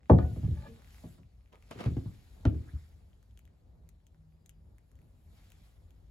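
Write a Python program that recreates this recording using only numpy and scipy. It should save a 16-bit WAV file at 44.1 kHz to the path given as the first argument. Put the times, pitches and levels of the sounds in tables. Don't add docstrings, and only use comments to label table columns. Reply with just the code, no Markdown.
import sys
import numpy as np
from scipy import signal
from scipy.fft import rfft, irfft, next_fast_len
from scipy.io import wavfile
from scipy.ndimage import uniform_filter1d, map_coordinates

SR = 44100
rng = np.random.default_rng(int(sys.argv[2]) if len(sys.argv) > 2 else 0)


def unload_wav(signal):
    wavfile.write(
        sys.argv[1],
        SR,
        np.round(np.clip(np.atleast_2d(signal).T, -1, 1) * 32767).astype(np.int16),
    )


N = 269225


def amp(db):
    return 10 ** (np.asarray(db) / 20)


def unit(x):
    return x / np.sqrt(np.mean(x ** 2) + 1e-20)


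def along(points, hz):
    f, v = np.transpose(points)
    return np.interp(np.log(hz + 1), np.log(f + 1), v)


def curves(rows):
    s, *cols = np.transpose(rows)
    return [np.interp(np.arange(N) / SR, s, c) for c in cols]


def wobble(rate):
    knots = rng.standard_normal(int(N * rate / SR) + 4)
    return map_coordinates(knots, [np.arange(N) * rate / SR])


def swell(s, hold, rise, fall):
    t = np.arange(N) / SR
    before, after = (s - t) / rise, (t - s - hold) / fall
    return amp(-20 * np.maximum(np.maximum(before, after), 0))


def filtered(x, response):
    m = next_fast_len(x.shape[-1] + 8192)
    return irfft(rfft(x, m) * response(np.fft.rfftfreq(m, 1 / SR)), m)[..., :x.shape[-1]]


def resonances(modes):
    def response(f):
        return sum((-1) ** k * amp(db) * 1j * f * w / (c * c - f * f + 1j * f * w)
                   for k, (c, w, db) in enumerate(modes))
    return response


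def rush(spectrum, alike, patchy_db):
    z = signal.stft(rng.standard_normal((2, N)), nperseg=512)[2]
    field = uniform_filter1d(rng.standard_normal(z.shape[1:]), size=8, axis=0)
    field = uniform_filter1d(field, size=6, axis=1)
    pair = signal.istft(z * amp(patchy_db * unit(field)), nperseg=512)[1][:, :N]

    def shape(hz):
        turn = np.arccos(np.clip(along(alike, hz), -1, 1)) / 2
        return amp(along(spectrum, hz)) * [np.cos(turn), np.sin(turn)]
    mid, side = filtered(pair, shape)
    return unit(np.array([mid + side, mid - side]))


def add(out, s, sound, pan_db):
    part = out[:, round(s * SR):][:, :sound.shape[1]]
    part += sound[:, :part.shape[1]] * amp([[pan_db / 2], [-pan_db / 2]])


# (frequency [Hz], t60 [s])
ROOM_DECAY = [(50, 0.5), (150, .45), (400, 0.46), (1000, 0.13), (3000, 0.19), (10000, 0.04)]
# (frequency [Hz], level [dB])
ROOM_COLOUR = [(60, -7.5), (150, -6), (400, -2), (1200, 0), (5000, -1.5)]


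def in_room(x, wet_db):
    hz, t, z = signal.stft(rng.standard_normal((2, min(len(x), SR // 2))), SR, nperseg=512)
    t60 = along(ROOM_DECAY, hz)[:, None]
    decay = amp(along(ROOM_COLOUR, hz)[:, None] - 60 * t / t60)
    shared, apart = z * decay / np.sqrt(t60)
    apart = apart * (hz ** 2 / (hz ** 2 + 200 ** 2))[:, None]
    tail = signal.istft(np.array([shared + apart, shared - apart]), SR, nperseg=512)[1]
    wet = signal.fftconvolve(x[None], tail / np.linalg.norm(tail[0]), axes=1)[:, :len(x)]
    return x + amp(wet_db) * wet


# (frequency [Hz], density [dB per Hz])
RUMBLE_SPECTRUM = [(20, -1.5), (35, -5), (55, 0.5), (90, -6), (129, -15.5), (160, -15), (190, -18.5),
                   (312, -26.5), (640, -31), (1020, -39), (1800, -50.5), (3000, -69.5)]
# (time [s], level [dB])
RUMBLE_LEVEL = [(0, -57), (.6, -50.5), (1, -53.5), (1.5, -59.5), (1.85, -50), (2.2, -52.5), (3, -57),
                (4.5, -56.5), (5.3, -55.5), (6.1, -57)]
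# (frequency [Hz], left-right likeness [0-1])
RUMBLE_ALIKE = [(60, 0.96), (180, 0.84), (550, 0.13), (1650, 0.058), (4970, 0.28), (15000, 0.041)]
# (time [s], hold [s], rise [s], fall [s])
HUM_SWELL = (4.1, 0.49, 1.1, 0.2)
HUM_HZ, HUM_DB, HUM_WAVER_DB = 157.5, -69.5, 3.5
# (time [s], hold [s], rise [s], fall [s])
WHISTLE_SWELL = (4.3, .28, .06, .04)
WHISTLE_HZ, WHISTLE_DB = 4870, -97


def room_tone():
    level = amp(curves(RUMBLE_LEVEL)[0] + 1.7 * wobble(7.0))
    rumble = level * rush(RUMBLE_SPECTRUM, RUMBLE_ALIKE, patchy_db=1.16)
    tone = np.sqrt(2) * np.sin(2 * np.pi * HUM_HZ * np.arange(N) / SR)
    hum = amp(HUM_DB + HUM_WAVER_DB * wobble(6.6)) * swell(*HUM_SWELL) * tone
    narrow = unit(filtered(rng.standard_normal(N), resonances([(WHISTLE_HZ, 60, 0)])))
    whistle = amp(WHISTLE_DB + 2.5 * wobble(25.24)) * swell(*WHISTLE_SWELL) * narrow
    return rumble + hum + whistle


# (time [s], rustle level [dB], fine hiss level [dB])
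CLOTHES = [(0.0, -87, -101), (0.15, -71, -76), (0.3, -67, -72), (0.83, -70, -76.5), (0.97, -66, -69.5),
           (1.14, -72, -73), (1.24, -81.5, -90), (1.54, -84.5, -88), (1.72, -68, -76.5),
           (1.87, -66.5, -75.5), (2.23, -71.5, -77), (2.8, -71, -77.5), (3.05, -80.5, -85),
           (3.64, -85.5, -92.5), (4.79, -85.5, -89), (5.28, -80.5, -82.5), (5.39, -70, -76.5),
           (5.55, -73.5, -78.5), (5.68, -73, -78), (5.78, -80.5, -84.5), (6.1, -82.5, -87)]
# (frequency [Hz], density [dB per Hz])
RUSTLE_SPECTRUM = [(400, -25.5), (700, -2), (1000, -7), (2240, -5.5), (2700, -8), (4000, -6.5),
                   (6000, -12.5), (8000, -15), (12000, -41.5), (16000, -71)]
# (frequency [Hz], density [dB per Hz])
FINE_SPECTRUM = [(4500, -37), (7000, -5), (9000, -7), (11000, 0), (12500, -4), (14000, -7), (16000, -15)]
# (frequency [Hz], left-right likeness [0-1])
NEAR_ALIKE = [(100, 0.92), (500, 0.43), (1500, 0.51), (4000, 0.29), (7000, 1), (12000, 1), (16000, 0.9)]


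def clothes():
    rustle_db, fine_db = curves(CLOTHES)
    rub_db = 0.27 * wobble(5) + 0.4503 * wobble(200)
    rustle = amp(rustle_db + rub_db) * rush(RUSTLE_SPECTRUM, NEAR_ALIKE, patchy_db=1.6)
    fine = amp(fine_db + rub_db) * rush(FINE_SPECTRUM, NEAR_ALIKE, patchy_db=2.5)
    return rustle + fine


# (time [s], relative level [dB], main pitch [Hz], bright part [dB])
TICKS = [(0.0074, -65, 1910, -31), (0.0322, -60.5, 2030, -43.5), (0.058, -58.5, 2220, -15),
         (0.449, -57.5, 3020, 0), (0.496, -68, 3000, -3), (0.5112, -57, 3340, -2), (0.741, -59, 2010, -15),
         (0.7613, -58, 2250, -15), (0.7956, -60, 1750, -14.5), (0.8207, -55, 1813, -3.5),
         (0.846, -53.5, 2210, -7.5), (0.875, -57, 2320, -18.5), (0.907, -59, 2265, 0),
         (0.9457, -52.5, 2190, -2.5), (0.983, -53, 2070, -12), (1.233, -60, 2500, -12),
         (1.32, -74.5, 2000, -12), (1.4088, -68.5, 2300, -13), (1.476, -66, 2400, -18),
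         (1.4595, -63.5, 2465, -19), (1.5286, -54.5, 2940, -2), (1.5563, -53.5, 2240, -6),
         (1.625, -53.5, 2340, -5), (1.711, -46.5, 2100, 3.5), (2.454, -36.5, 2960, -14),
         (3.1317, -60.5, 3150, -10), (3.2287, -64, 1607, 2.5), (3.3101, -65.5, 3276, 1),
         (3.3748, -53, 3050, 3.5), (3.392, -57, 2520, 9.5), (3.4536, -59.5, 3294, 5),
         (3.477, -60.5, 1967, -12), (3.872, -73, 2220, -17.5), (3.8904, -61, 4130, 13),
         (3.8908, -62, 2396, -16), (4.003, -71.5, 1900, -15.5), (4.0679, -62.5, 3210, 9),
         (4.146, -64.5, 1605, -23), (4.324, -69, 2305, -23), (4.4587, -64, 1960, -15),
         (4.461, -60, 3900, 12.5), (4.494, -51.5, 3004, 8.5), (4.7834, -59, 2112, 3.5),
         (4.916, -65, 1864, 3), (4.9554, -67.5, 3170, 5.5), (4.99, -62, 2060, -1), (5.017, -66, 2500, 4.5),
         (5.503, -59, 3520, 9), (5.5197, -51, 2785, 4.5), (5.907, -60, 3110, 3.5)]
# (frequency [Hz], width [Hz], level [dB])
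BRIGHT_RING = [(6500, 760, 1), (11414, 3900, 1.5), (15000, 4500, -16)]
TICK_PAN_DB, PAN_PER_BRIGHT_DB = 2, 0.1


def ticks():
    out, t = np.zeros((2, N)), np.arange(SR // 10) / SR
    for s, db, hz, bright_db in TICKS:
        slip = rng.uniform(0.24, 1, len(t)) * amp(-60 * t / 0.00054)
        low = filtered(slip, resonances([(0.48 * hz, 350, -11), (hz, 550, 0), (3.7 * hz, 1200, -11)]))
        high = filtered(slip, resonances(BRIGHT_RING))
        sound = low / np.abs(low).max() + amp(bright_db) * high / np.abs(high).max()
        pan_db = TICK_PAN_DB + PAN_PER_BRIGHT_DB * bright_db
        add(out, s, amp(db + 2) * in_room(sound, wet_db=-5.5), pan_db)
    return out


# (time [s], relative level [dB], boom [dB], hollow [dB], knock [dB], rap [dB],
# contact time [ms], lateness at 100 Hz [ms], share of the free ring left under the foot [0-1],
# relative crack [dB], relative click [dB])
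THUMPS = [(0.096, -2.5, -2, -2, -3, 0.5, 0.82, 7.5, 0.46, -34, -12.5),
          (0.132, -3.5, -11, 1, -7.5, -21, 1.9, 5, 0.32, -48.5, -9),
          (0.186, -23.5, -21.5, -5.5, 7, 5.5, 0.99, 4, 0.25, -32.5, -5),
          (0.223, -11.5, 0.5, 0, -14, -19, 1.3, 2.2, 0.2, -51, -8),
          (0.245, -28.5, 2, 0, -10.5, -6.5, 0.35, 4.4, 0.22, -31, -9),
          (0.313, -22, -11, 2, -20, -11, 1.9, 2.1, 0.37, -58, -3),
          (0.36, -28.5, 3, 1.5, -9.5, -8, 1.56, 2.54, 0.68, -33, 0),
          (0.428, -19.5, -2.5, 4, -26.5, -14.5, 1.66, 4.4, 0.74, -43, -3),
          (0.478, -31.5, 5.5, 1, 4, -12, 2, 3, 0.29, -47, 2),
          (0.507, -23.5, 7.5, 0, 1.5, -4, 4.6, 2.55, 0.57, -49, 0),
          (0.57, -33.5, 0, 0.5, -31, -20, 0.71, 3.5, 0.4, -45, 0),
          (0.606, -39.5, -1, 3, -10, -15, 2, 2, 0.35, -45, 0),
          (0.665, -41, -13, -2, -8, -7, 1, 3.6, 0.51, -30.5, 0),
          (1.036, -31, -13.5, -4.5, -10.5, -9, 1.05, 4.1, 0.53, -44, -3),
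          (1.18, -46.5, -2, -4, -17.5, -17, 0.39, 4.5, 0.92, -20.5, -5.5),
          (1.71, -54, -23.5, -8, 9.5, 17.5, 0.55, 3.9, 0.42, -10.5, 0),
          (1.758, -38.5, 3.5, 7, 18, 15, 4, 2.4, 0.33, -26, 1),
          (1.861, -10, -8, 0, -0.5, 2, 3.57, .6, 0.32, -32, -13),
          (1.897, -20.5, -3, -7, -4, -14, 3, 2.45, 0.45, -40, 0),
          (1.967, -21.5, -3, 4, 1.5, -11.5, 1.8, 2, 0.32, -26.5, -16),
          (2.058, -25, -7, 2, -24, -19, 0.59, 2.1, 0.36, -55.5, 0),
          (2.432, -55.5, -19, -2.5, -10, 8, 1.1, 2.4, 0.51, -39, 0.5),
          (2.452, -10, 2.5, 1, -1.5, -2, 1.9, 3.26, 0.41, -24.5, 3),
          (2.544, -25, 1, -5, 7, -1, 5, 4.4, 0.55, -33, -9),
          (2.619, -33.5, 4.5, 0, 0, -8, 4, 3, 0.34, -41, 0),
          (2.734, -34, 13.5, 7.5, -1, -1, 3.7, 1.05, 0.39, -39, -1)]
# (frequency [Hz], level [dB], t60 [s])
BOARDS = [(53.7, -15.5, 0.45), (62.96, -3.5, 0.45), (74, 5.5, 0.44), (86.7, -0.5, 0.3), (109.9, 2, 0.44),
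          (122.1, -0.5, 0.42), (137.14, 0.5, 0.26), (169, 3, 0.24), (191.4, -3, 0.25), (220.4, -5, 0.34),
          (268.3, 2.5, 0.18), (299.6, 4.5, 0.16), (347.6, 0.05, 0.22), (386, -2.5, 0.21),
          (417.8, 4.5, 0.11), (489.7, 7.5, 0.087), (564, -1, 0.14), (619.2, 5.5, 0.075), (653, -0.5, 0.12),
          (711.4, -6, 0.17), (770.4, -2, 0.11), (869, -2.5, 0.08), (908, -1.5, 0.072), (987, -0.5, 0.083),
          (1128, -6, 0.11), (1290, -3, 0.044), (1560, -12.5, 0.057), (1760, -15, .05), (2080, -23.5, 0.051),
          (2340, -26.5, 0.057)]
REGIONS_HZ = [75, 115, 175, 380, 800]
# (frequency [Hz], density [dB per Hz])
CRACK_SPECTRUM = [(300, -27.5), (800, -1.5), (1500, -3.5), (2200, -9.5), (3000, -11), (5000, -25.5),
                  (7000, -32.5), (11000, -43), (16000, -60)]
DULLING_DB = 20.5


def steps():
    out, t = np.zeros((2, N)), np.arange(SR * 2 // 5) / SR
    hz, level_db, t60 = np.transpose(BOARDS)[:, :, None]
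    for (s, db, boom_db, hollow_db, knock_db, rap_db,
         contact_ms, late_ms, damping, crack_db, click_db) in THUMPS:
        regions = list(zip(REGIONS_HZ, [boom_db, hollow_db, 0, knock_db, rap_db]))
        colour_db = along(regions, hz) + rng.normal(0, 1.5, hz.shape)
        colour_db = colour_db - DULLING_DB / 2 * np.log2(1 + (hz * contact_ms / 1000) ** 2)
        since = np.maximum(t - late_ms / 1000 * (100 / hz) ** 0.85, 0)
        rise = 1 - np.exp(-since * hz / 0.74)
        decay = amp(level_db + colour_db - 60 * since / (t60 * damping))
        ring = np.sum(decay * rise * np.sin(2 * np.pi * hz * since), axis=0)

        grit = unit(filtered(rng.standard_normal(len(t)), lambda f: amp(along(CRACK_SPECTRUM, f))))
        edge = unit(filtered(grit, lambda f: 1 + f / 1500))
        snap = .9 * grit * amp(-60 * t / 0.066) * (1 - np.exp(-t / 0.0008))
        click = 2.617 * edge * amp(-60 * t / 0.0081) * (1 - np.exp(-t / 0.0009))
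        roomy = in_room(amp(db - 5) * ring + amp(db + crack_db - 5) * snap, wet_db=-2.5)
        direct = amp(db + crack_db + click_db - 7.5) * click
        add(out, s, roomy + direct, pan_db=0)
    return filtered(out, lambda f: (1j * f / (48 + 1j * f)) ** 2)


# (frequency [Hz], level struck [dB], t60 struck [s],
# level rubbed [dB], applied twice)
DISH = [(575, 2.5, .12, 0.5), (867, 4.5, .11, 0.5), (1082, -3.5, 0.089, -6.5), (1200, 2, .12, -0.5),
        (1265, -1.5, .12, -6), (1470, -2, 0.18, -7.5), (1707, -2.5, 0.07, -1), (1880, -4, .04, -8),
        (2379, -14.5, .2, -6), (2428, -8, .19, -14), (2993, -12, .12, -14), (3128, -10, 0.11, -16),
        (3343, -14, 0.12, -14), (3591, -11, .1, -10), (3957, -16, .12, -11), (4300, -20, .08, -18),
        (4660, -20.5, .08, -20), (5290, -36, .06, -25), (6200, -32.5, 0.068, -25), (7250, -30, .08, -25)]
# (time [s], relative level [dB], highest modes [dB], relative grit [dB])
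RATTLES = [(0.101, -52, 16, -6), (0.185, -46.5, -6, -3.5), (0.206, -56.5, -6, -6), (.224, -62, -6, -6)]
# (time [s], hold [s], rise [s], fall [s], level [dB])
GRAZES = [(0.437, 0.033, 0.039, .02, -68.5), (0.513, .03, .03, .03, -75), (0.563, 0.07, .025, 0.03, -63),
          (0.647, 0.02, 0.02, 0.019, -53)]
RIM_HZ = 5000
HELD_WIDTH_HZ = 61


def dish():
    modes = [(hz, np.log(1000) / (np.pi * t60), db) for hz, db, t60, _ in DISH]
    scrape = resonances([(1000, 700, 0), (1800, 800, 0), (3400, 1800, -6)])
    rattle, t = np.zeros(SR), np.arange(SR * 2 // 5) / SR
    for s, db, rim_db, grit_db in RATTLES:
        force = amp(31 - 60 * t / 0.024) * rng.standard_normal(len(t))
        force[0] += amp(40.5)
        burst = amp(grit_db - 60 * t / 0.04) * rng.standard_normal(len(t))
        grit = filtered(burst, lambda f: scrape(f) ** 2)
        struck = resonances([(hz, w, level + rim_db * (hz > RIM_HZ)) for hz, w, level in modes])
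        ring = filtered(force, struck)
        rattle[round(s * SR):][:len(t)] += amp(db) * (ring + amp(20) * grit)

    stroke = sum(amp(db) * swell(*shape)[:SR] for *shape, db in GRAZES)
    held = resonances([(hz, HELD_WIDTH_HZ, rub_db) for hz, *_, rub_db in DISH])
    touch = lambda f: held(f) ** 2
    grit = rng.standard_normal(SR) * amp(1.7 * wobble(91.2)[:SR])
    rub = filtered(stroke * grit, touch) / np.std(filtered(grit, touch))
    return in_room(rattle + rub, wet_db=-8)


# (time [s], hold [s], rise [s], fall [s], level [dB], pitch [Hz], sag [Hz per s], octave [dB])
CREAKS = [(0.224, 0.029, .015, 0.088, -53, 735.6, 20, -11), (0.678, 0.063, 0.025, 0.049, -55, 228, 24, -5)]


def creak():
    out = np.zeros(N)
    for s, hold, rise, fall, db, hz, sag, octave_db in CREAKS:
        since = np.clip(np.arange(N) / SR - s, 0, .2)
        pitch = (hz - sag * since) * (1 + 0.016 * wobble(60))
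        turn = 2 * np.pi * np.cumsum(pitch) / SR
        tone = amp(1.5 * wobble(47)) * np.sin(turn)
        octave = amp(octave_db + 3.9 * wobble(70)) * np.sin(2 * turn)
        out += np.sqrt(2) * amp(db) * swell(s, hold, rise, fall) * (tone + octave)
    return out


# (time [s], hold [s], rise [s], fall [s], level [dB], dullness [0-1],
# share caught in the resonances [0-1]); rise and fall span 20 dB
SCUFFS = [(0.642, 0.047, 0.44, 0.036, -64.5, 0, 0.33), (0.797, 0.0012, .1, 0.064, -63, 1, 0.42),
          (1.524, 0.032, 0.0075, 0.078, -61, 0.55, 0.99), (1.712, 0.004, 0.0043, 0.023, -43, 0, 0.66),
          (1.8, 0.05, 0.068, 0.056, -42, 0.53, 0.6)]
# (frequency [Hz], density [dB per Hz])
SOLE_SPECTRUM = [(88, -29), (150, -1), (500, -9.5), (1200, -14), (2500, -13.5), (4900, -22), (8000, -31),
                 (11000, -32), (16000, -46.5)]
# (frequency [Hz], width [Hz], level [dB])
SQUEAK = [(479.7, 180, -8.5), (960, 179.5, 1), (1255, 69, -3), (1750, 21, -15), (2206, 47, -9.5)]
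STUTTER_DB = 1.7


def scuffs():
    stutter = amp(2.5 * wobble(300) + STUTTER_DB * wobble(45))
    grit = unit(stutter * rush(SOLE_SPECTRUM, NEAR_ALIKE, patchy_db=0.5))
    caught = unit(filtered(grit, resonances(SQUEAK)))
    drags = np.array([grit, caught])
    dulled = filtered(drags, lambda f: 1 / (1 + (f / 1200) ** 2))
    out = np.zeros((2, N))
    for s, hold, rise, fall, db, dullness, catch in SCUFFS:
        plain, ringing = (1 - dullness) * drags + dullness * dulled
        out += amp(db) * swell(s, hold, rise, fall) * unit(plain + catch * ringing)
    return out


# (time [s], hold [s], rise [s], fall [s], level [dB])
SLIDES = [(2.617, 0.096, 0.17, 0.29, -72), (5.37, 0.309, .04, 0.074, -89)]
# (frequency [Hz], density [dB per Hz])
SLIDE_SPECTRUM = [(400, -17), (800, -11), (1400, -3), (2200, -4), (3200, -32), (6000, -29.5)]


def slides():
    stroke = sum(amp(db) * swell(*shape) for *shape, db in SLIDES)
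    return stroke * amp(1.7 * wobble(40)) * rush(SLIDE_SPECTRUM, NEAR_ALIKE, patchy_db=6.0)


# (frequency [Hz], phase [rad])
PORT_LEAD = [(130, -0.5), (500, 0.73), (1200, 1.21), (4000, 1.28), (7300, 0.92), (9000, -5.5),
             (11100, -4.5), (13200, -9.5), (15200, -12), (16500, -15)]
# (frequency [Hz], left-right [dB])
PORT_BALANCE = [(60, 1), (130, 0.5), (290, 2), (640, 1), (1410, -3), (3100, 2), (6820, 0), (15000, -0.5)]


def at_ports(x):
    half = np.array([[.5], [-.5]])

    def port(f):
        short = f ** 2 / (f ** 2 + 130 ** 2)
        return amp(half * along(PORT_BALANCE, f)) * np.exp(1j * half * short * along(PORT_LEAD, f))
    return filtered(x, port)


def scene():
    near = clothes() + ticks() + steps() + creak() + scuffs() + slides()
    add(near, 0, dish(), pan_db=1.0)
    return at_ports(near) + room_tone() * amp([[.7], [-.7]])


TOP_HZ = 16300


def record(dry):
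    bass_cut = lambda hz: (1j * hz) ** 2 / (44 ** 2 - hz ** 2 + 1.1j * hz * 44)
    return filtered(dry, lambda hz: bass_cut(hz) ** 2 * (hz < TOP_HZ))


dry = scene()
out = record(dry)
unload_wav(out)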